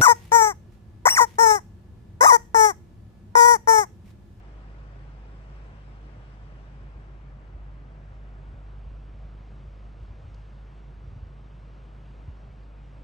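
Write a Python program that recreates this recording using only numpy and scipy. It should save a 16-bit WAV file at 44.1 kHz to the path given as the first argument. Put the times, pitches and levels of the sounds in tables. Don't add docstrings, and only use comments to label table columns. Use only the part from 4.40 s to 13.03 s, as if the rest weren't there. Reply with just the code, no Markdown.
import sys
import numpy as np
from scipy import signal
from scipy.io import wavfile

SR = 44100
rng = np.random.default_rng(int(sys.argv[2]) if len(sys.argv) > 2 else 0)


def master(y):
    cut = np.clip(np.atleast_2d(y).T, -1, 1)
    pcm = np.round(cut * 32767)
    wavfile.write(sys.argv[1], SR, pcm.astype(np.int16))


N = 380583
SIDE = np.array([[1], [-1]])


# t/s, firing rate/Hz
FIRING_RATE = [(0, 51.83), (2.35, 51.6), (3.0, 50.9), (4.4, 51), (5.1, 51.53), (8.63, 51.7)]
# multiple of firing rate, relative level/dB
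EXHAUST_HARMONICS = [(1, -0.76), (2, -12.5), (3, -20), (4, -26.5), (5, -35), (6, -35)]

def diesel(base_db=-43.5, swell_db=2, waver_db=1.4, wander_rad=0.16, pan_db=-0.5, left_lead_s=0.00032):
    firing_hz = in_time(FIRING_RATE)[0]
    phase = 2 * np.pi * np.cumsum(firing_hz) / SR + rng.uniform(0, 2 * np.pi)
    phase = phase + np.pi * firing_hz * left_lead_s * SIDE
    out = 0
    for k, (multiple, db) in enumerate(EXHAUST_HARMONICS):
        path_rad = wander_rad * (k + .5) * drift(2.1)
        gain = from_db(db + waver_db * np.sqrt(k + .5) * drift(5.0))
        out = out + gain * np.cos(multiple * phase + path_rad)
    level_db = base_db + swell_db * hump(4.54, 0.93)
    return np.sqrt(2) * out * from_db(level_db + pan_db / 2 * SIDE)


# f/Hz, wander span/Hz, base level/dB
MACHINE_TONES = [(128.9, 4, -62), (135.7, 2.6, -58), (141, 3, -62), (149, 4.95, -65), (181.5, 9, -70),
                 (216, 9, -73)]
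# t/s, gain/dB
MACHINE_CARRY = [(0, -0.3), (0.6, -0.3), (1.3, 1.5), (2.3, 1.7), (3.8, -1.3), (5.1, -0.3), (6.0, -1),
                 (7.1, 0), (8.6, -0.3)]

def machinery(waver_db=2.0, spread_rad=0.24, echo_db=-61.0, pan_db=-1.2):
    out = from_db(echo_db) * stereo_noise(110, 175, correlation=0.97)
    for hz, wander_hz, db in MACHINE_TONES:
        tone_hz = hz + wander_hz / 2 * drift(2.087)
        phase = 2 * np.pi * np.cumsum(tone_hz) / SR + rng.uniform(0, 2 * np.pi)
        ear_rad = spread_rad / 2 * drift(1.3) * SIDE
        gain = from_db(db + waver_db * drift(3.3))
        out = out + np.sqrt(2) * gain * np.cos(phase + ear_rad)
    return out * from_db(in_time(MACHINE_CARRY)[0] + pan_db / 2 * SIDE)


# f/Hz, relative density/dB
WIDE_SPECTRUM = [(200, -3), (280, -3.5), (450, -6), (620, -6.5), (850, -10), (1200, -12.5), (1800, -18),
                 (2700, -21.5), (4200, -30.5), (5700, -34), (7000, -39), (8200, -38.5), (9400, -50.5),
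                 (10300, -53)]
# f/Hz, relative density/dB
ZOOMED_SPECTRUM = [(200, -2), (280, -3.5), (450, -6), (620, -7), (850, -11), (1200, -12.5), (1800, -18.5),
                   (2700, -20.5), (4200, -29.5), (5700, -33.5), (7000, -39.5), (8200, -40), (9400, -52),
                   (10300, -53.5)]
# t/s, width/s, body gain/dB, treble gain/dB
SWELLS = [(0.6, 0.083, 0.9, 0), (1.22, .11, 1.3, 1.3), (1.77, 0.075, 1, 0.5), (3.1, 0.42, -0.4, -3),
          (4.05, 0.086, 0.5, 0.5), (4.45, .4, 0, -1.5), (5.7, 0.43, 0, 0.3), (5.97, .1, 0.2, 1.6),
          (6.92, 0.11, -0.5, -1), (7.35, .12, 0.9, -0.1), (7.85, 0.15, 1.5, 0.5), (8.28, .12, 0, -1.5)]
# f/Hz, side-mid correlation in phase, same a quarter cycle ahead
RUSH_BIAS = [(200, -0.2, 0.64), (378, 0.06, 0.7), (700, .18, .55), (1260, .15, .6), (1990, .22, -0.1),
             (3000, .4, -0.3), (4020, .36, 0.1), (5200, .66, -0.02), (7000, .6, -0.06), (8500, 0.2, 0.1)]
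# f/Hz, side re mid wide/dB, side re mid zoomed in/dB
RUSH_WIDTH = [(198, -11, -14.5), (358, -6, -7.5), (640, -1.8, -3.8), (1180, 1, -1), (1630, 4, -0.7),
              (1980, 1, -8), (2400, 0, -19), (3000, 1, -22.5), (3600, -4.5, -34), (5000, 2.5, -34),
              (8400, -3, -19), (9800, 0, 3.5)]
# t/s, position (0 wide, 1 narrow)
MIC_ZOOM = [(0, 0.011), (2.1, 0), (3.05, 0.14), (3.95, 0.28), (4.2, 0.42), (4.5, 1), (8.6, 1)]

def valley_rush(base_db=-57, body_fade_db_per_s=0.1168, flicker_db=1.0, split_hz=2800, centring=0.9):
    body_db = base_db + sum(db * hump(s, width) for s, width, db, _ in SWELLS)
    body_db -= body_fade_db_per_s * np.arange(N) / SR
    treble_db = base_db + sum(db * hump(s, width) for s, width, _, db in SWELLS)
    zoom = in_time(MIC_ZOOM)[0]
    edges_hz = np.geomspace(760, 13800, 29) - 600
    centres_hz = np.sqrt(edges_hz[1:] * edges_hz[:-1])
    total_power = np.sum(np.diff(edges_hz) * from_db(at_hz(WIDE_SPECTRUM, centres_hz)[0]) ** 2)
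    out = 0
    for low, high, hz in zip(edges_hz, edges_hz[1:], centres_hz):
        colour_db = (1 - zoom) * at_hz(WIDE_SPECTRUM, hz)[0] + zoom * at_hz(ZOOMED_SPECTRUM, hz)[0]
        treble_share = 1 / (1 + (split_hz / hz) ** 4)
        level_db = (1 - treble_share) * body_db + treble_share * treble_db
        gain = from_db(colour_db + level_db + flicker_db * drift(10.0))
        gain *= np.sqrt((high - low) / total_power)
        mid, diffuse = band_noise(low, high, order=3), band_noise(low, high, order=3)
        lean, lead = at_hz(RUSH_BIAS, hz)
        lean = lean * (1 - centring * zoom)
        directed = lean * mid + lead * rms_one(np.gradient(mid))
        side = directed + np.sqrt(1 - lean ** 2 - lead ** 2) * diffuse
        wide_db, zoomed_db = at_hz(RUSH_WIDTH, hz)
        side *= from_db(wide_db + zoom * (zoomed_db - wide_db))
        out = out + gain * (mid + side * SIDE)
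    return out


# t/s, level/dB, f/Hz
EDDIES = [(1.332, -43, 70), (1.775, -39, 100), (2.034, -40.5, 100), (2.069, -39.5, 92), (2.128, -37, 100),
          (2.416, -39, 95), (2.561, -38, 62), (3.150, -34.5, 68), (3.728, -39.5, 66), (4.141, -37, 80),
          (4.467, -33, 68), (4.744, -40.5, 80), (4.854, -40.5, 72), (5.278, -35.5, 65), (5.610, -38, 100),
          (5.627, -34.5, 60), (5.708, -34.5, 64), (5.852, -34, 58), (5.880, -36, 80), (6.640, -40.5, 115),
          (6.679, -32.5, 76), (6.725, -36, 95), (6.766, -32, 92), (6.831, -32.5, 70.4), (6.867, -39, 70),
          (7.887, -27.3, 65), (8.098, -37.5, 58)]

def wind_bumps(trim_db=-0.5, rise_cycles=0.38, fall_cycles=0.72, front_speedup=1.42):
    out = np.zeros(N + SR)
    age_s = np.arange(-SR // 10, SR // 10) / SR
    width_cycles = np.where(age_s < 0, rise_cycles, fall_cycles)
    for s, db, hz in EDDIES:
        cycles = age_s * hz * np.where(age_s < 0, front_speedup, 1)
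        thump = np.exp(-.5 * (cycles / width_cycles) ** 2) * np.cos(2 * np.pi * cycles)
        start = int((s + age_s[0]) * SR)
        out[start:start + len(thump)] += from_db(db + trim_db) * thump
    return out[:N]


def wind_rumble(breeze_db=-58.6, gust_re_eddy_db=-25, gust_width_s=0.082, lumps_db=2.0):
    gust_power = sum(from_db(db + gust_re_eddy_db) ** 2 * hump(s, gust_width_s) for s, db, _ in EDDIES)
    envelope = np.sqrt(from_db(breeze_db) ** 2 + gust_power) * from_db(lumps_db * drift(2.5))
    return envelope * stereo_noise(42, 88, correlation=0.74)


# t/s, peak level/dB
CLICKS = [(5.9437, -56), (5.946, -52.5)]

def double_click(centre_hz=4750, edge_ratio=1.34, decay_s=.0008):
    out = 0
    for s, db in CLICKS:
        age_s = np.arange(N) / SR - s
        burst = (age_s > 0) * np.exp(-abs(age_s) / decay_s) * rng.standard_normal(N) + 1e-18
        click = band(burst, centre_hz / edge_ratio, centre_hz * edge_ratio, order=3)
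        out = out + from_db(db) * click / abs(click).max()
    return out


def from_db(db):
    return 10 ** (np.asarray(db) / 20)


def rms_one(x):
    return x / np.sqrt(np.mean(x ** 2) + 1e-20)


def in_time(rows):
    s, *columns = np.transpose(rows)
    return [np.interp(np.arange(N) / SR, s, c) for c in columns]


def at_hz(rows, hz):
    known_hz, *columns = np.transpose(rows)
    return [np.interp(np.log(hz), np.log(known_hz), c) for c in columns]


def hump(centre_s, width_s):
    return np.exp(-.5 * ((np.arange(N) / SR - centre_s) / width_s) ** 2)


def drift(corner_hz, hop=40, settle_steps=2000):
    pole = np.exp(-2 * np.pi * corner_hz * hop / SR)
    white = rng.standard_normal(N // hop + settle_steps + 2)
    slow = signal.lfilter([1], [1, -2 * pole, pole * pole], white)[settle_steps:]
    return np.interp(np.arange(N) / hop, np.arange(len(slow)), rms_one(slow))


def band(x, low_hz, high_hz, order=2):
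    return signal.sosfilt(signal.butter(order, [low_hz, high_hz], "band", fs=SR, output="sos"), x)


def band_noise(low_hz, high_hz, order=2):
    return rms_one(band(rng.standard_normal(N + SR // 4), low_hz, high_hz, order)[-N:])


def stereo_noise(low_hz, high_hz, correlation):
    mid, side = band_noise(low_hz, high_hz), band_noise(low_hz, high_hz)
    return np.sqrt((1 + correlation) / 2) * mid + np.sqrt((1 - correlation) / 2) * side * SIDE


def scene():
    return diesel() + machinery() + valley_rush() + wind_bumps() + wind_rumble() + double_click()


def record(dry, cutoff_hz=12800):
    return signal.sosfilt(signal.ellip(10, .1, 80, cutoff_hz, fs=SR, output="sos"), dry)


dry = scene()
out = record(dry)
master(out)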